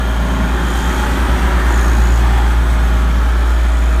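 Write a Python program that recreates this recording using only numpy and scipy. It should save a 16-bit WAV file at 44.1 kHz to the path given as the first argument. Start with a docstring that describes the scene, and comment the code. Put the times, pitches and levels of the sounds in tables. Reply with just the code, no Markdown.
"""Bare ground beside a concrete wall, one microphone close to a small ride-on roller creeping along.
From the start its vibrating drum hums near 58 Hz and beats against a three-cylinder diesel, which
clatters while fan and hydraulics rush and whine. From 0.6 s a dry joint squeaks out once per shake,
and again from 1.7 s as the hum swells. Then the clatter eases; fainter squeaks return near the end."""
import sys
import numpy as np
from scipy import signal
from scipy.fft import rfft, irfft, next_fast_len
from scipy.io import wavfile
from scipy.ndimage import uniform_filter1d, map_coordinates

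SR = 44100
rng = np.random.default_rng(int(sys.argv[2]) if len(sys.argv) > 2 else 0)


def master(y):
    """Save y as 16-bit WAV."""
    cut = np.clip(np.atleast_2d(y).T, -1, 1)
    pcm = np.round(cut * 32767)  # scale
    wavfile.write(sys.argv[1], SR, pcm.astype(np.int16))


N = 176400


def amp(db):
    """Decibels to gain."""
    return 10 ** (np.asarray(db) / 20)


def unit(x):
    """Scale to rms 1."""
    return x / np.sqrt(np.mean(x ** 2) + 1e-20)


def curves(rows):
    """One value per sample for each column after the time."""
    times, *columns = np.transpose(rows)
    return [np.interp(np.arange(N) / SR, times, column) for column in columns]


def wobble(rate):
    """A smooth random curve, rate knots a second."""
    return map_coordinates(rng.standard_normal(int(N * rate / SR) + 4), [np.arange(N) * rate / SR])


def filtered(x, response):
    """Filter x by a gain given as a function of frequency."""
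    size = next_fast_len(N + SR // 4)
    return irfft(rfft(x, size) * response(np.fft.rfftfreq(size, 1 / SR)), size)[:N]


def rush(spectrum, patchy_db):
    """Coloured noise of rms 1, its gain patchy in time and frequency."""
    bins = signal.stft(rng.standard_normal(N), nperseg=2048)[2]
    patches = uniform_filter1d(rng.standard_normal(bins.shape), size=3, axis=0)
    patches = uniform_filter1d(patches, size=16, axis=1)
    noise = signal.istft(bins * amp(patchy_db * unit(patches)), nperseg=2048)[1][:N]
    knots_hz, db = np.transpose(spectrum)
    return unit(filtered(noise, lambda hz: amp(np.interp(np.log(hz + 1), np.log(knots_hz), db))))


def partials(turns, orders, waver_db, rough):
    """Tones on multiples of a rotation, wavering in level and in phase (rough, in radians)."""
    out = np.zeros(N)
    for multiple, db in orders:
        phase = 2 * np.pi * (multiple * turns + rng.random()) + rough * wobble(14)
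        out += amp(db + waver_db * wobble(2.82)) * np.sqrt(2) * np.cos(phase)
    return out


# drum shake rate and engine firing rate, each (time [s], rate [Hz])
SHAKE_RATE = [(0, 57.25), (.45, 57.3), (.65, 57.68), (2.6, 57.78), (2.9, 57.15), (3.25, 57.7), (3.5, 57.95),
              (4, 57.75)]
FIRING_RATE = [(0, 66.8), (.5, 66.42), (1.3, 66.5), (1.9, 66.6), (2.35, 66.38), (2.7, 65.98), (3.35, 66.35),
               (3.7, 66.68), (4, 66.45)]
CYLINDERS = 3

def rotations():
    """Running counts of the drum weight's turns and the engine's four-stroke cycles."""
    turns = np.cumsum(curves(SHAKE_RATE)[0]) / SR
    cycles = np.cumsum(curves(FIRING_RATE)[0]) / SR / CYLINDERS
    return turns, cycles


# hum, and its second harmonic from uneven pressure on the soil, each (time [s], level [dB])
HUM_LEVEL = [(0, -15), (.6, -16), (1.15, -16), (1.7, -12), (2.05, -10.5), (2.45, -11), (2.75, -12),
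             (3.4, -12), (4, -11.5)]
SOIL_LEVEL = [(0, -33), (.45, -32.5), (.9, -46), (1.35, -44), (1.8, -33), (2.25, -27), (2.65, -33.5),
              (3.3, -34), (3.9, -47)]
# overtones of the shaking frame (multiple of the shake rate, relative level [dB])
FRAME_ORDERS = [(3, -35.5), (4, -42.5)]

def drum(turns, swell):
    """The eccentric weight gives a clean deep hum; soil and frame add overtones."""
    (hum_db,), (soil_db,) = curves(HUM_LEVEL), curves(SOIL_LEVEL)
    hum = amp(hum_db + 0.1 * wobble(12)) * np.sqrt(2) * np.cos(2 * np.pi * turns)
    soil = amp(soil_db) * partials(turns, [(2, 0)], waver_db=2, rough=0.39)
    frame = swell * partials(turns, FRAME_ORDERS, waver_db=-1, rough=0.37)
    return hum + soil + frame


# ground rumble (frequency [Hz], relative level [dB])
GROUND_SPECTRUM = [(12, -14), (28, -2), (45, 0), (75, 0), (110, -18), (400, -70)]

def ground_rumble():
    """The shaken ground underfoot rumbles faintly below the hum."""
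    return amp(-34.5) * rush(GROUND_SPECTRUM, patchy_db=2)


# firing note at the microphone (time [s], level [dB])
FIRING_NOTE_LEVEL = [(0, -42), (.45, -28.5), (.9, -28), (1.55, -24), (2.3, -34), (2.9, -32), (3.4, -38),
                     (4, -36)]
# engine overtones (multiple of the cycle rate, relative level [dB])
ENGINE_OVERTONES = [(5, -40), (6, -38), (8, -41.5), (9, -35), (10, -45.5), (11, -48), (12, -35), (18, -42),
                    (24, -53.5), (36, -46), (64, -42)]
# fan blade tone and high whine (time [s], fan level [dB], whine level [dB])
FAN_WHINE_LEVELS = [(0, -35.5, -44), (.35, -36, -45), (.75, -42, -42.5), (1.3, -40, -46), (2.1, -55, -57),
                    (2.8, -35, -47.5), (3.2, -43, -53), (3.6, -43, -48), (4, -37, -54)]
FAN_HZ, WHINE_HZ = 634.5, 3190

def engine_tones(cycles, shaft_s, swell):
    """Firing note, overtones and fan follow the engine speed; a thin whine half follows it."""
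    (firing_db,), (fan_db, whine_db) = curves(FIRING_NOTE_LEVEL), curves(FAN_WHINE_LEVELS)
    firing = amp(firing_db) * np.sqrt(2) * np.cos(2 * np.pi * CYLINDERS * cycles)
    overtones = partials(cycles, ENGINE_OVERTONES, waver_db=0.54, rough=0.11)
    fan = partials(shaft_s, [(FAN_HZ, fan_db)], waver_db=1, rough=0.54)
    whine_s = .5 * (shaft_s + np.arange(N) / SR)
    whine = partials(whine_s, [(WHINE_HZ, whine_db)], waver_db=1, rough=.3)
    return firing + swell * overtones + fan + whine


# narrow rings of bonnet and pipes (frequency [Hz], width [Hz], boost [dB])
PANEL_RINGS = [(2536, 17, 3), (2490, 13, 3), (5560, 23, 5), (8200, 70, 4.5), (9420, 50, 5)]
RIPPLE_DB, RIPPLE_SPACING_HZ = 0.8, 22.22

def panels(noise):
    """Dense panel resonances and a few strong rings colour a noise on its way to the microphone."""
    ripple = rng.standard_normal(4096)

    def response(hz):
        rings_db = sum(db / (1 + (2 * (hz - centre) / width) ** 2) for centre, width, db in PANEL_RINGS)
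        ripple_db = RIPPLE_DB * map_coordinates(ripple, [hz / RIPPLE_SPACING_HZ], mode="wrap")
        return amp(rings_db + ripple_db)
    return unit(filtered(noise, response))


# engine noise, relative levels (time [s], clatter [dB], hiss [dB])
CLATTER_HISS_LEVELS = [(0, -28.5, -42), (.15, -27, -40.5), (.62, -25.5, -39), (.74, -25, -35.5),
                       (1.0, -23.5, -36), (1.3, -23.5, -37), (1.63, -23.3, -38), (1.82, -24, -37),
                       (2.15, -25.5, -38.5), (2.4, -25.5, -39.5), (2.62, -28, -39.5), (2.8, -26.5, -40.2),
                       (3.15, -27.5, -41.7), (3.55, -27.5, -41.5), (4, -28.5, -42)]
# engine clatter and fan hiss, each (frequency [Hz], relative level [dB])
CLATTER_SPECTRUM = [(250, -32), (460, -7.5), (550, -2), (680, -3.5), (850, -1), (1150, -0.74), (1400, -0.5),
                    (1780, -2.5), (2050, -7.5), (2450, -9.5), (2700, -14.5), (3220, -12.5), (3800, -17),
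                    (4900, -25), (8000, -45)]
HISS_SPECTRUM = [(1500, -19), (4200, -0.5), (4900, -4), (5800, -.5), (6600, 1), (7400, -1.5), (8200, -1.5),
                 (9600, -4), (10400, -7.5), (11000, -5), (13500, -7.5), (15200, -11)]
# knock pattern (multiple of the cycle rate, relative depth)
KNOCK_ORDERS = [(1, 0.075), (3, 0.049), (4, 0.062), (5, 0.038), (6, 0.039), (7, 0.043), (9, .07),
                (10, 0.095), (15, 0.092)]

def clatter_and_hiss(cycles):
    """Injectors and valves pulse the clatter and, more gently, the fan's flickering hiss."""
    clatter_db, hiss_db = curves(CLATTER_HISS_LEVELS)
    knock = sum(depth * np.cos(2 * np.pi * (k * cycles + rng.random())) for k, depth in KNOCK_ORDERS)
    clatter = unit(np.exp(0.51 * knock) * panels(rush(CLATTER_SPECTRUM, patchy_db=2)))
    flicker_db = 0.41 * wobble(150) + 0.57 * wobble(18)
    hiss = unit(np.exp(0.22 * knock) * panels(rush(HISS_SPECTRUM, patchy_db=2.5)))
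    return amp(clatter_db + 0.76) * clatter + amp(hiss_db - 0.1 + flicker_db) * hiss


# bonnet resonances (time [s], low band level [dB], high band level [dB])
BONNET_BAND_LEVELS = [(0, -33, -41), (.45, -35, -42.5), (.85, -32, -39), (1.3, -34.5, -42),
                      (1.75, -32, -46), (2.05, -35.5, -48), (2.35, -28, -38), (2.6, -36.5, -43),
                      (3.1, -38.5, -46), (4, -50, -46)]
# the two bands, each (frequency [Hz], relative level [dB])
LOW_BAND = [(300, -58), (700, -18.5), (800, -1.5), (870, -1.5), (930, -5.5), (1050, -13), (2500, -50)]
HIGH_BAND = [(1500, -50), (2800, -13), (3080, -7), (3200, -2), (3320, -6), (3650, -10), (6000, -55)]

def bonnet():
    """Two broad resonances of the bonnet swell and fade as the roller moves."""
    low_db, high_db = curves(BONNET_BAND_LEVELS)
    return amp(low_db) * rush(LOW_BAND, patchy_db=1) + amp(high_db) * rush(HIGH_BAND, patchy_db=1.5)


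# exhaust roar (frequency [Hz], relative level [dB])
EXHAUST_SPECTRUM = [(15, -12), (45, -8), (62, -1), (80, -4.5), (100, -5.5), (135, -7.5), (165, -1.5),
                    (205, 0.5), (255, -5), (300, -7), (400, -11.5), (2000, -56)]

def exhaust(exhaust_db):
    """Gas leaves the pipe with a low, uneven roar."""
    return amp(exhaust_db - 5) * rush(EXHAUST_SPECTRUM, patchy_db=3.5)


# pump tones (frequency at mean engine speed [Hz], relative level [dB])
PUMP_TONES = [(212, -40), (372, -39), (1273, -44.5)]
# drum motor tones (multiple of the shake rate, relative level [dB])
MOTOR_ORDERS = [(5, -40), (6, -47.5), (11, -47.5), (13, -45.5)]
# oil flow (frequency [Hz], relative level [dB])
FLOW_SPECTRUM = [(100, -43), (240, -17), (295, -1.5), (340, 3), (385, -1), (430, -9), (480, -11.5),
                 (700, -35), (2000, -70)]

def hydraulics(turns, shaft_s, drive_db):
    """Pump and drum motor drone in a narrow band of flow noise."""
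    pump = partials(shaft_s, PUMP_TONES, waver_db=.9, rough=.4)
    motor = partials(turns, MOTOR_ORDERS, waver_db=1.5, rough=0.4)
    flow = amp(drive_db - 4.5) * rush(FLOW_SPECTRUM, patchy_db=1.6)
    return amp(0.86 * (drive_db - drive_db.mean())) * (pump + motor) + flow


# spells of squeaking (time [s], relative peak level [dB], pitch [Hz])
SQUEAK_SPELLS = [(0, -43, 6720), (.62, -38, 6700), (.71, -32, 7020), (.79, -32, 6540), (.93, -31.5, 6740),
                 (1.05, -31, 6500), (1.09, -51, 6550), (1.66, -50, 6850), (1.72, -28.5, 6940),
                 (1.82, -28, 6680), (1.9, -29.5, 6600), (1.99, -32, 6830), (2.17, -30, 6700),
                 (2.27, -52, 6760), (3.55, -43, 6800), (3.75, -36.5, 6920), (3.93, -37.5, 6850),
                 (4, -37, 6900)]
SLIP_AT_TURN, SLIP_JITTER_S, SQUEAK_GAIN_DB = .4, .0005, 2
SCATTER_HZ, RISE_HZ_PER_S, CHIRP_WIDTH_S = 70, 83000, 0.0014

def joint_squeak(turns):
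    """A dry joint slips once per shake, each time with a short, rough, rising chirp."""
    out, t = np.zeros(N + SR), np.arange(-256, 256) / SR
    level_db, centre_hz = curves(SQUEAK_SPELLS)
    slips = np.searchsorted(turns, np.arange(int(turns[-1]) - 1) + SLIP_AT_TURN)
    scatter = rng.standard_normal((len(slips), 3))
    for i, (detune, accent_db, late) in zip(slips, scatter):
        hz = centre_hz[i] + SCATTER_HZ * detune + RISE_HZ_PER_S * t
        grit = unit(uniform_filter1d(rng.standard_normal(len(t)), size=30))
        phase = 2 * np.pi * np.cumsum(hz) / SR + 0.66 * grit
        envelope = amp(level_db[i] + accent_db) * np.exp(-.5 * (t / CHIRP_WIDTH_S) ** 2)
        start = max(0, i + round((SLIP_JITTER_S * late + t[0]) * SR))
        out[start:start + len(t)] += envelope * np.sin(phase)
    return amp(SQUEAK_GAIN_DB) * out[:N]


def wall_echo(x, delay_s=.007, echo_db=-9):
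    """Direct sound plus its echo off the wall, which travels 2.4 m further to the microphone."""
    return filtered(x, lambda hz: 1 + amp(echo_db) * np.exp(-2j * np.pi * hz * delay_s))


# the low roar, relative levels (time [s], exhaust [dB], hydraulic drive [dB])
EXHAUST_DRIVE_LEVELS = [(0, -25.5, -32), (.35, -21.5, -36), (.65, -22.5, -28), (1.05, -22, -27.5),
                        (1.4, -23, -27), (1.85, -25, -27), (2.3, -26.5, -26), (2.7, -25, -33.5),
                        (3.05, -23.5, -34), (3.45, -30, -32), (4, -28.3, -33)]

def scene():
    """The roller from one spot; engine and frame overtones swell and fade with the exhaust."""
    turns, cycles = rotations()
    shaft_s = cycles / cycles[-1] * N / SR  # time as the crankshaft counts it
    exhaust_db, drive_db = curves(EXHAUST_DRIVE_LEVELS)
    swell = amp(1.09 * (exhaust_db - exhaust_db.mean()))
    mix = drum(turns, swell) + ground_rumble()
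    mix += engine_tones(cycles, shaft_s, swell) + clatter_and_hiss(cycles) + bonnet()
    mix += exhaust(exhaust_db) + hydraulics(turns, shaft_s, drive_db)
    mix += wall_echo(joint_squeak(turns))
    return mix[None]


TOP_HZ = 15280

def record(dry):
    """One mono microphone, flat up to TOP_HZ and silent above."""
    return filtered(dry[0], lambda hz: hz < TOP_HZ)[None]


dry = scene()
out = record(dry)
master(out)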